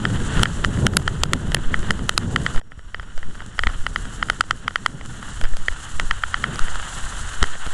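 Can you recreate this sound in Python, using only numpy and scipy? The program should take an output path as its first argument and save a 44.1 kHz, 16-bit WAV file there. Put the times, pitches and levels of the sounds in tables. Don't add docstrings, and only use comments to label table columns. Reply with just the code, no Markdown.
import sys
import numpy as np
from scipy import signal
from scipy.fft import rfft, irfft
from scipy.io import wavfile
from scipy.ndimage import uniform_filter1d

SR = 44100
rng = np.random.default_rng(int(sys.argv[2]) if len(sys.argv) > 2 else 0)


def boost_factor(decibels):
    exponent = np.asarray(decibels, float) / 20
    return 10 ** exponent


def generate_wav(sig):
    pcm = np.round(np.clip(np.atleast_2d(sig).T, -1, 1) * 32767).astype(np.int16)
    wavfile.write(sys.argv[1], SR, pcm)


N = 340893
TIME = np.arange(N) / SR


def colour(x, points, band):
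    hz, db = np.transpose(points)
    size = 8192
    grid = np.arange(size // 2 + 1) * SR / size + 1
    gain = boost_factor(np.interp(np.log(grid), np.log(hz), db, right=-70))
    cepstrum = irfft(np.log(gain))
    cepstrum[1:size // 2] *= 2
    cepstrum[size // 2 + 1:] = 0
    response = irfft(np.exp(rfft(cepstrum)))
    y = signal.fftconvolve(x, response)[:N]
    part = signal.sosfilt(signal.butter(4, band, "band", fs=SR, output="sos"), y)
    return y / np.std(part)


def walk(rate):
    k = int(SR / rate)
    held = rng.standard_normal(2000)[np.arange(N) // k]
    return 2.17 * uniform_filter1d(uniform_filter1d(held, k), k)


def curve(rows):
    s, *columns = np.transpose(rows)
    return [np.interp(TIME, s, c) for c in columns]


def keep(x, edges):
    kind = "band" if np.ndim(edges) else "low"
    return signal.sosfiltfilt(signal.ellip(9, .1, 40, edges, kind, fs=SR, output="sos"), x)


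# (time [s], depth [dB])
DUCKS = [(.436, 8.5), (.87, 8.5), (1.238, 5), (1.548, 3), (1.91, 3.5), (2.096, 2.5), (2.599, 28), (4.3, 1),
         (4.41, 5), (4.864, 2), (5.45, 3), (5.54, 2.5)]
RECOVER_S = 0.57


def ducking():
    gain_db = np.zeros(N)
    for s, depth_db in DUCKS:
        gain_db -= depth_db * (TIME > s) * np.exp(-np.maximum(TIME - s, 0) / RECOVER_S)
    return gain_db


def whine(duck_db):
    whine_hz = 5600
    return boost_factor(-62 + .3 * duck_db) * np.sin(2 * np.pi * whine_hz * TIME)


# (time [s], level [dB])
GUSTS = [(0, -27), (.25, -17.5), (.42, -17), (1.2, -18), (2.55, -24), (2.9, -31.5), (3.0, -29.5),
         (3.5, -36), (3.7, -36.5), (3.85, -35), (6, -35), (6.3, -44), (6.5, -28.5), (6.7, -40), (6.9, -40),
         (7.3, -48), (7.42, -42), (7.73, -45)]
# (time [s], level [dB])
TRAIL = [(0, -34), (.2, -24), (.4, -24.5), (1.6, -16), (2.5, -27.5), (2.9, -19), (3.1, -23), (3.5, -30),
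         (3.7, -23), (4.1, -31), (4.95, -36.5), (5.45, -27), (5.8, -27), (6.2, -27), (6.6, -32), (7.2, -30),
         (7.35, -32), (7.73, -47)]
# (frequency [Hz], level [dB per Hz])
WIND = [(30, -10.5), (60, -6.5), (130, -3.5), (200, -7.5), (300, -14.5), (450, -20), (700, -29.5),
        (1000, -31.5), (1500, -57)]
# (frequency [Hz], level [dB per Hz])
SHAKE = [(6, -3.5), (14, -3.5), (28, -2), (50, -10), (75, -10.5), (120, -20.5)]


def wind():
    (wind_db,), (shake_db,) = curve(GUSTS), curve(TRAIL)
    gusts = boost_factor(1.52 * walk(50) + 1.35 * walk(12))
    turbulence = colour(gusts * rng.standard_normal(N), WIND, (60, 400))
    shake = colour(boost_factor(2.0 * walk(12)) * rng.standard_normal(N), SHAKE, (15, 70))
    return boost_factor(shake_db - 1.0) * shake + boost_factor(wind_db - 0.29) * turbulence


# (time [s], signed pressure [full scale], width [ms])
JOLTS = [(0.38, -0.33, 5.2), (0.407, -0.2, 3.4), (1.219, 0.091, 8.9), (1.678, 0.34, 14.3),
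         (1.77, -0.15, 36), (1.796, -0.23, 3.4), (1.893, 0.11, 34), (2.571, 0.54, 11), (3.175, 0.25, 14.3),
         (3.27, -0.22, 30.0), (3.669, -0.15, 12.5), (3.811, 0.24, 12.3), (5.447, 0.56, 9.2),
         (5.493, -0.16, 11), (5.521, 0.14, 4.7), (5.534, -0.51, 15.5), (5.613, 0.23, 14),
         (5.707, -0.17, 13.0), (5.979, 0.16, 30.0), (6.028, -0.11, 7), (6.061, 0.23, 8.1),
         (6.114, -0.15, 29), (6.63, -0.59, 12.3), (6.728, 0.15, 52), (7.042, -0.13, 17), (7.411, -0.26, 28),
         (7.429, -0.48, 2.8), (7.496, 0.18, 53), (7.628, -0.15, 41), (7.701, 0.16, 30)]


def jolts():
    out = np.full(N, .012)
    for s, pressure, ms in JOLTS:
        reach = ms / 200
        near = slice(max(int((s - reach) * SR), 0), int((s + reach) * SR))
        out[near] += pressure * np.exp(-.5 * ((TIME[near] - s) * 1000 / ms) ** 2)
    return out


# (from [s], to [s], pressure [full scale])
SLIP = (7.666, 7.675, .09)
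# (time [s], frequency [Hz], peak level [dB], decay by 60 dB [s])
THUMPS = [
    (0.4, 116, -4, 0.039),
    (2.777, 59.6, -19.5, 0.044),
    (2.991, 55, -19, .06),
    (3.667, 54, -8, 0.076),
    (7.421, 60, -7, 0.066),
    (7.428, 405, -15, 0.035),
]


def thumps():
    out = np.zeros(N)
    start, end, pressure = SLIP
    out[int(start * SR):int(end * SR)] = pressure
    for s, hz, db, t60 in THUMPS:
        t = np.maximum(TIME - s, 0)
        out -= boost_factor(db) * np.sin(2 * np.pi * hz * t) * np.exp(-np.log(1000) * t / t60)
    return out


def snaps(rate, spread_db):
    when, size, sign = rng.random(N), rng.exponential(size=N), rng.standard_normal(N)
    x = (when < rate / SR) * sign * boost_factor(np.minimum(spread_db * size, 24.0))
    return x / np.std(x)


# (time [s], depth [dB], dryness [dB])
LITTER = [(0, -39.5, -6.5), (.4, -31, -7), (.7, -34, -7.5), (1.7, -32, -9), (2.3, -36, -6.5),
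          (2.56, -34, -8.5), (2.8, -34, -8), (3.55, -41, -6.5), (3.7, -37, -9), (3.9, -42.5, -5.5),
          (4.1, -39.5, -6), (4.95, -44.5, -5), (5.1, -39.5, -7), (5.9, -37, -4.5), (6.3, -38, -7.5),
          (6.6, -34, -7.5), (7.1, -36, -4), (7.73, -37, -8.5)]
# (frequency [Hz], level [dB per Hz])
CRACKLE = [(300, -17.5), (650, -11), (1050, -5.5), (1450, 0), (1850, -4.5), (2350, -19), (3000, -5.5),
           (3800, -15.5), (4800, -29), (6000, -37)]
# (frequency [Hz], level [dB per Hz])
HISS = [(2500, -23.5), (4000, -5), (5000, -10.5), (6200, -5), (7200, 1), (8300, -3.5), (9000, -7),
        (9800, -6.5), (10600, -8.5)]


def leaves():
    depth_db, dry_db = curve(LITTER)
    patch = walk(45)
    coarse = 0.5 * snaps(1500., 2.1) + 0.88 * rng.standard_normal(N)
    coarse *= boost_factor(.8 * patch + 1.07 * walk(140))
    fine = 0.49 * snaps(3000., 3.1) + 0.74 * rng.standard_normal(N)
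    fine *= boost_factor(0.17 * patch + 1.02 * walk(70))
    crackle = boost_factor(depth_db - 0.28) * colour(coarse, CRACKLE, (900, 2200))
    return crackle + boost_factor(depth_db + dry_db + 1.43) * colour(fine, HISS, (4000, 10000))


def crack_of(chance, grit):
    t = np.arange(len(grit)) / SR
    first = np.sinc(SR / 2 * (t - .001))
    second = 1.2 * chance[15] * np.sinc(SR / 2 * (t - .0018 - 0.00099 * chance[16]))
    scrape = 0.15 * grit * np.exp(-.5 * ((t - .0014) / 0.0004) ** 2)
    bright = signal.butter(2, [1500., 9000.], "band", fs=SR, output="sos")
    crack = signal.sosfilt(bright, first - second + scrape)
    return crack / np.linalg.norm(crack)


def ring_of(k, hz, t60, chance, t):
    late = np.maximum(t - .0007 - 0.00057 * chance[0], 0)
    turn = 2 * np.pi * hz * (1 + 0.044 * (chance[1 + k] - .5))
    fade = np.log(1000) / t60
    ring = np.sin(turn * t + 1.66 * chance[7 + k]) * (1 - np.exp(-t / 0.0041)) ** 2 * np.exp(-fade * t)
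    rebound = np.sin(turn * late) * (1 - np.exp(-late / 0.0012)) ** 2 * np.exp(-fade * late)
    ring += 0.15 * chance[13] * rebound
    return ring / np.linalg.norm(ring)


# (time [s], strength [dB], strike
# place [dB], hardness [dB])
KNOCKS = [(.0521, -20, 2.5, -26), (.394, -22.5, -11, -27), (.4319, -12.5, -6.5, 4),
          (.4553, -21.5, 1.5, -32), (.6461, -17.5, 0, -17.5), (.866, -16, -3, -4), (.9682, -12.5, -9, 9.5),
          (1.0773, -17.5, -1.5, -18), (1.2343, -19.5, 0, 8.5), (1.3329, -18.5, 0, -2.5),
          (1.5184, -33, 4, -7), (1.5454, -25, 9.5, 12), (1.5678, -38.5, 12.5, -24), (1.7416, -22.5, 7, -58),
          (1.9061, -18.5, 3.5, -12.5), (2.0925, -17.5, -3.5, -2.5), (2.177, -16, -13, 5),
          (2.3604, -17, 1, -18), (2.4634, -22, 4.5, -20), (2.56, -35, 2, -10), (2.577, -33.5, 1.5, -36),
          (2.7184, -42, 5.5, -54), (2.7918, -43, 1, -35), (2.9447, -30, 6, -25), (2.9964, -31.5, -2, -39),
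          (3.177, -36, -3, -13), (3.2286, -37.5, 7, -46), (3.4038, -35, -1, -48),
          (3.591, -19.5, 2, -19), (3.6351, -23.5, 3.5, -23), (3.6694, -20.5, 4.5, -49),
               (3.8651, -21, -0.5, -21.5), (3.9594, -21.5, 2, -24.5), (4.2266, -18, -2.5, -36),
               (4.2854, -31, -3, -38), (4.2988, -14.5, -5, -18), (4.4078, -11, -10, -14.5),
               (4.5085, -15.5, -5, -17.5), (4.6791, -18, -6, -24), (4.7574, -18, -1, -23),
               (4.861, -15, -3, -17), (5.568, -37, -9, -3.5), (5.4125, -30.5, -3, -10), (5.438, -34, 1, -8),
               (5.443, -28, -3, -20), (5.6828, -27, 14, -17), (5.9972, -23, 2.5, -11.5),
               (6.11, -19, 3, -31), (6.2359, -18.5, -2.5, -52), (6.3421, -18.5, -1, -33),
               (6.4398, -19.5, 1.5, -36), (6.557, -33.5, -16, -5.5), (6.592, -22.5, -27, -12),
               (6.6821, -31.5, 3, -31), (6.756, -27.5, -10, -20), (7.427, -14, -1.5, -10.5),
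               (7.4393, -23.5, 1, -22), (7.665, -34.5, -27, -6)]
# (time [s], strength [dB], strike place [dB])
RATTLES = [(.416, -28, -17), (0.5007, -34, -20), (.7726, -39, 6), (0.996, -40, -1), (1.0186, -40, -5),
           (1.1526, -36, -15), (1.255, -34, -16), (1.829, -37, 2), (1.9917, -34, -6), (2.5453, -33, -16),
           (2.613, -49, 6), (3.029, -41, -5), (3.3523, -38.5, -9), (3.419, -42, -4), (3.581, -37, -1),
           (3.691, -43, 9), (3.698, -34, -15), (3.708, -50, 4), (4.053, -34, -5), (4.3311, -37, -7),
           (4.438, -40, -3), (.935, -32, -5), (4.7072, -37.5, -2), (5.011, -41, 6), (5.227, -31.5, -7),
           (5.535, -40, 4.5), (5.7236, -37, -5), (5.452, -33, 0), (6.674, -44, 9), (7.5527, -41, 10)]
RATTLE_HARDNESS_DB = -24
# (frequency [Hz], decay by 60 dB [s], level [dB])
CASE = [(470, 0.004, -10), (1370, 0.0053, -0.1), (1861, 0.0053, 1.23), (3105, 0.0049, -0.17),
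        (4255, 0.0041, -10.5), (4840, 0.0038, -6)]
# (share of place [dB/dB], of hardness [dB/dB], of strength over FIRM_DB [dB/dB], offset [dB])
SHARES = [(0.44, 0.34, -0.56, 3.5), (0.023, -0.045, 0.15, -0.07), (0.94, 0.00026, 0.16, -0.37),
          (0.47, 0.082, 0.18, -3.5), (0.25, 0.28, 0.48, -3.5), (0.19, 0.26, 0, -5)]
FIRM_DB = -20


def knocks():
    out, t = np.zeros(N + 2048), np.arange(768) / SR
    blows = KNOCKS + [(*row, RATTLE_HARDNESS_DB) for row in RATTLES]
    span = np.sqrt(.007 * SR)
    for s, force_db, place_db, hard_db in blows:
        chance, grit = rng.random(24), rng.standard_normal(len(t))
        hit = boost_factor(force_db + hard_db + 4.0) * crack_of(chance, grit)
        blow = (place_db, hard_db, force_db - FIRM_DB, 1)
        for k, (hz, t60, db) in enumerate(CASE):
            mode_db = force_db + db + np.dot(SHARES[k], blow)
            hit += boost_factor(mode_db) * ring_of(k, hz, t60, chance, t)
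        i = int(s * SR)
        out[i:i + len(t)] += span * np.sign(chance[14] - .5) * hit
    return signal.sosfilt(signal.butter(3, 380, "high", fs=SR, output="sos"), out[:N])


def scene():
    duck_db = ducking()
    bed = boost_factor(duck_db) * (wind() + leaves())
    return (whine(duck_db) + bed + jolts() + thumps() + knocks())[None]


def roll_off(x):
    return signal.sosfilt(signal.butter(12, 16660, fs=SR, output="sos"), x)


def record(dry):
    edge_hz, mirror_hz = 10740, 11330
    top = .65
    x = dry / (1 + np.abs(dry / top) ** 12) ** (1 / 12)
    x = keep(x, edge_hz)
    bass = uniform_filter1d(np.abs(uniform_filter1d(x, size=12)), size=1200)
    dulled = uniform_filter1d(1. * (walk(30) + 12 * bass > 2), size=300)
    x = x - dulled * (x - keep(x, 10050))
    flipped = x * (-1.) ** np.arange(N)
    near = keep(flipped, [mirror_hz, 12300])
    near = signal.sosfiltfilt(signal.butter(1, [11000, 11800], "band", fs=SR, output="sos"), near)
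    far = keep(flipped, [mirror_hz, 15800])
    loudness = uniform_filter1d(far ** 2, size=48)
    gate = loudness ** 2 / (loudness ** 2 + boost_factor(-22) ** 4)
    far_band = signal.butter(3, [mirror_hz, 16300], "band", fs=SR, output="sos")
    far = signal.sosfiltfilt(far_band, gate * far)
    return roll_off(x + boost_factor(-10) * near + boost_factor(-21) * far)


dry = scene()
out = record(dry)
generate_wav(out)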